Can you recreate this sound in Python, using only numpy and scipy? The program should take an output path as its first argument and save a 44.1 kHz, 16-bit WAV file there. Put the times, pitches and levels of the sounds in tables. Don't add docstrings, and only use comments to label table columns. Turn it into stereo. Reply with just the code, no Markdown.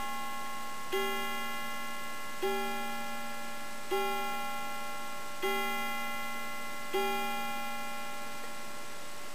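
import sys
import numpy as np
from scipy import signal
from scipy.fft import rfft, irfft, next_fast_len
from scipy.io import wavfile
from scipy.ndimage import map_coordinates

SR = 44100
rng = np.random.default_rng(int(sys.argv[2]) if len(sys.argv) > 2 else 0)


def gain_from_decibels(decibels):
    exponent = np.asarray(decibels, float) / 20
    return 10 ** exponent


def wav_record(signal):
    frames = np.transpose(np.atleast_2d(signal))
    bounded = np.clip(frames, -1, 1)
    quanta = np.round(bounded * 32767).astype(np.int16)
    wavfile.write(sys.argv[1], SR, quanta)


N = 411894

# (pitch [Hz], level per Hz [dB])
HISS_COLOUR = [(40, -18), (120, -2), (250, 2), (600, -1), (2000, -4.5), (5000, -9.5), (8000, -11.5),
               (12000, -30.5)]
# (frame-rate steps from the middle tone [count], level [dB])
WHINE_TONES = [(-5, -72), (-1, -79.5), (-2, -80), (-1, -70.5), (0, -66), (1, -66.5), (2, -77)]
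# (time [s], level [dB], hardness [dB per octave])
CLICKS = [
    (0.462, -12, 7),
    (8.436, 2, -1),
    (8.444, -5, 2),
    (8.454, -7.5, 2),
]
# (pitch [Hz], level [dB], time to fade by 60 dB [s])
CLOCKWORK = [(466, -43.5, 0.075), (768, -48.5, 0.099), (1370, -47, 0.045), (1920, -38.5, 0.035),
             (3270, -44, .03), (4340, -48, .025)]
BLOW_TIMES = [
    -3.586896,
    -2.065494,
    -.56611,
    .921988,
    2.419928,
    3.907498,
    5.424261,
    6.932408,
]
# (strength [dB], hardness [0 = usual], landing place along the wire [0 = usual])
BLOW_FORCES = [(-0.2, 0.29, 0.11), (-0.04, -1.53, -0.61), (0.43, -0.03, 1.52), (0.6, 1.41, 0.52),
               (0.07, -0.15, 0.2), (0.03, -0.67, -0.08), (0.16, 1.07, -0.76), (1.2, -0.39, -0.9)]
# (pitch [Hz], level [dB], time to fade by 60 dB [s], arrival [ms])
CASE_KNOCKS = [(153, -55, 0.12, 16), (324.8, -36, 0.077, 7.5), (559, -48, 0.081, 5.5),
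               (741, -58.5, 0.22, 1.5), (814, -49, 0.29, 9.5), (973, -50.5, 0.093, 3),
               (1700, -39.5, 0.075, 4.5), (2505, -40, 0.045, -2.5), (3400, -50, .04, 3),
               (4300, -42.5, 0.021, 3)]
# (pitch [Hz], level [dB], time to fade by 60 dB [s], arrival [ms], swell [ms])
CASE_BOOMS = [(380.5, -23.3, .1, 5.96, 2.1), (807.8, -28.6, .127, 9.61, 7)]
COIL_PITCHES = [230.27, 389.95, 584.76, 816.2, 1081.14, 1373.42, 1694.89, 2041.16, 2418.78, 2824.84, 3019.5,
                3260.92, 3732.21, 4758.71]
# (level [dB], time to fade by 60 dB [s], swell [ms],
# gain from a hard blow [dB], gain from landing further out [dB])
COIL_RINGS = [(-41.5, 6.5, 38, 0.03, -0.53), (-28.1, 1.12, 3.2, -.8, 1.0), (-52.5, 21.7, 18, -0.6, 0.44),
              (-34, 5.2, 25, -1.5, .51), (-42, 13.6, 5, -3, -0.64), (-40.5, 9, 24, -0.66, -2.05),
              (-50.6, 12, 7, 2.5, 2), (-39, 8.5, 2.5, 1.6, -0.3), (-44, 6, 46, 0.04, -2.5),
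              (-44.5, 6.9, 0.83, 1.9, 0.33), (-64.5, 5, 5.3, -1.8, .1), (-44.5, 4.4, 0.83, 1.5, -0.3),
              (-55.5, 5.5, 19, -0.2, -0.9), (-53.5, 3.8, 10, -0.8, -1)]
SHIMMER_PITCHES = [5320.7, 5906.3, 6518.71, 7160.5, 7818.5]
SHIMMER_LEVELS = [-62.5, -65.5, -54, -69, -61]
# (time to fade by 60 dB [s], swell [ms], gain from hard blow [dB], from landing out [dB])
SHIMMER_RING = (4.2, 4.9, 1.9, .1)


def hiss():
    hz, db = np.transpose(HISS_COLOUR)
    size = next_fast_len(N)
    bins_hz = np.arange(size // 2 + 1) * SR / size
    colour = gain_from_decibels(np.interp(np.log(bins_hz + 1), np.log(hz), db))
    noise = irfft(rfft(rng.standard_normal(size)) * colour, size)[:N]
    return noise * gain_from_decibels(-49.5) / np.std(noise)


def whine():
    middle_hz, frame_hz = 7842.5, 29.95
    t = np.arange(N) / SR
    out = np.zeros(N)
    for k, db in WHINE_TONES:
        hz = middle_hz + round(k) * frame_hz
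        out += np.sqrt(2) * gain_from_decibels(db) * np.sin(2 * np.pi * (hz * t + rng.random()))
    return out


def treble_puffs():
    frame, grid, puffs_per_s = 1024, 986, 5.5
    out = np.zeros(N + 3 * frame)
    bins_hz = np.arange(frame + 1) * SR / (2 * frame)
    for when, where, use in rng.random((200, 3)):
        noise = rfft(rng.standard_normal(2 * frame))
        if use < puffs_per_s * N / SR / 200:
            low_hz = 4200 * 2.86 ** where
            puff = irfft(noise * (bins_hz > low_hz) * (bins_hz < 1.22 * low_hz))
            at = int(when * N) // frame * frame + grid
            out[at:at + 2 * frame] += np.hanning(2 * frame) ** 2 * puff * gain_from_decibels(-61) / np.std(puff)
    return out[:N]


def room(x, t60=0.51, wet_db=-13):
    t = np.arange(SR // 2) / SR
    fade = np.exp(-np.log(1000) * t / t60) * (1 - np.exp(-t / 0.008))
    tail = rng.standard_normal(len(t)) * fade
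    return x + gain_from_decibels(wet_db) * signal.fftconvolve(x, tail / np.sqrt(np.sum(tail ** 2)))[:N]


def ring(hz, t60, swell, times, sizes):
    out = 0
    at = np.clip(np.ceil(times * SR), 0, N - 2).astype(int)
    for sign, fade in ((1, 0.0078), (-1.1, 1 / swell)):
        pole = 2j * np.pi * hz - np.log(1000) / t60 - fade
        turn = np.exp(pole / SR)
        start = sign * sizes * np.exp(pole * (at / SR - times))
        push = np.zeros(N)
        np.add.at(push, at, start.imag)
        np.add.at(push, at + 1, -(start * turn.conjugate()).imag)
        out = out + signal.lfilter([1], [1, -2 * turn.real, abs(turn) ** 2], push)
    return out


def tilt(hz, level_db, hard_db):
    return gain_from_decibels(level_db + hard_db * np.log2(max(hz, 500.) / 1000))


def force(db, hard_db, aim_db):
    level_db, hard, aim = np.transpose(BLOW_FORCES)
    return gain_from_decibels(db + level_db + hard_db * hard + aim_db * aim)


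def clockwork():
    click_s, level_db, hard_db = np.transpose(CLICKS)
    return sum(ring(hz, t60, 0.0012, click_s, tilt(hz, db + level_db, hard_db)) for hz, db, t60 in CLOCKWORK)


def hammer_scrape():
    rise_s, t60_s, band_hz = 0.005, 0.16, (1210, 3380)
    t = np.arange(N) / SR
    shape = 0
    for at, (level_db, hard, _) in zip(BLOW_TIMES, BLOW_FORCES):
        rise = np.clip((t - at) / rise_s, 0, 1)
        shape = shape + rise * gain_from_decibels(level_db + 1.5 * hard - 60 * np.abs(t - at) / t60_s)
    band = signal.butter(2, band_hz, "bandpass", fs=SR, output="sos")
    grit = signal.sosfilt(band, rng.standard_normal(N))
    return shape * grit * gain_from_decibels(-43.5) / np.std(grit)


def case_knock():
    level_db, hard, _ = np.transpose(BLOW_FORCES)
    out = 0
    for hz, db, t60, late_ms in CASE_KNOCKS:
        times = np.array(BLOW_TIMES) + late_ms / 1000
        out = out + ring(hz, t60, 0.0012, times, tilt(hz, db + level_db, 1.0 * hard))
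    return out


def case_boom():
    out = 0
    for (hz, db, t60, late_ms, swell_ms), overtone in zip(CASE_BOOMS, COIL_RINGS[1:4:2]):
        times = np.array(BLOW_TIMES) + late_ms / 1000
        out = out + ring(hz, t60, swell_ms / 1000, times, force(db, *overtone[3:]))
    return out


def gong():
    pitches = COIL_PITCHES + SHIMMER_PITCHES
    rings = COIL_RINGS + [(db, *SHIMMER_RING) for db in SHIMMER_LEVELS]
    out = 0
    for hz, (db, t60, swell_ms, *gains) in zip(pitches, rings):
        late_ms = 10.05 * np.sqrt(389.6 / hz) - 3
        times = np.array(BLOW_TIMES) + late_ms / 1000
        out = out + ring(hz, t60, swell_ms / 1000, times, force(db, *gains))
    return out


def scene():
    in_room = room(case_knock() + clockwork() + hammer_scrape())
    mono = gong() + case_boom() + in_room + hiss() + whine()
    return np.array([mono, mono])


def band_limit(x):
    return signal.sosfilt(signal.butter(12, 15700, fs=SR, output="sos"), x)


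def record(dry):
    camera_hz, block, steps, offset = 16000, 4000, 128, 2
    span = block * SR // camera_hz - 1
    taken = np.arange((N // span + 1) * block) * span / block
    samples = map_coordinates(dry[0], [taken], order=3, mode="nearest")
    samples = (np.round(samples * steps) + offset) / steps
    n = np.arange(N)
    held = samples[n // span * block + n % span * camera_hz // SR]
    held = signal.sosfiltfilt(signal.ellip(10, .1, 50, 15440, fs=SR, output="sos"), held)
    side = treble_puffs()
    mix = np.array([held + side, held - side])
    return band_limit(mix)


dry = scene()
out = record(dry)
wav_record(out)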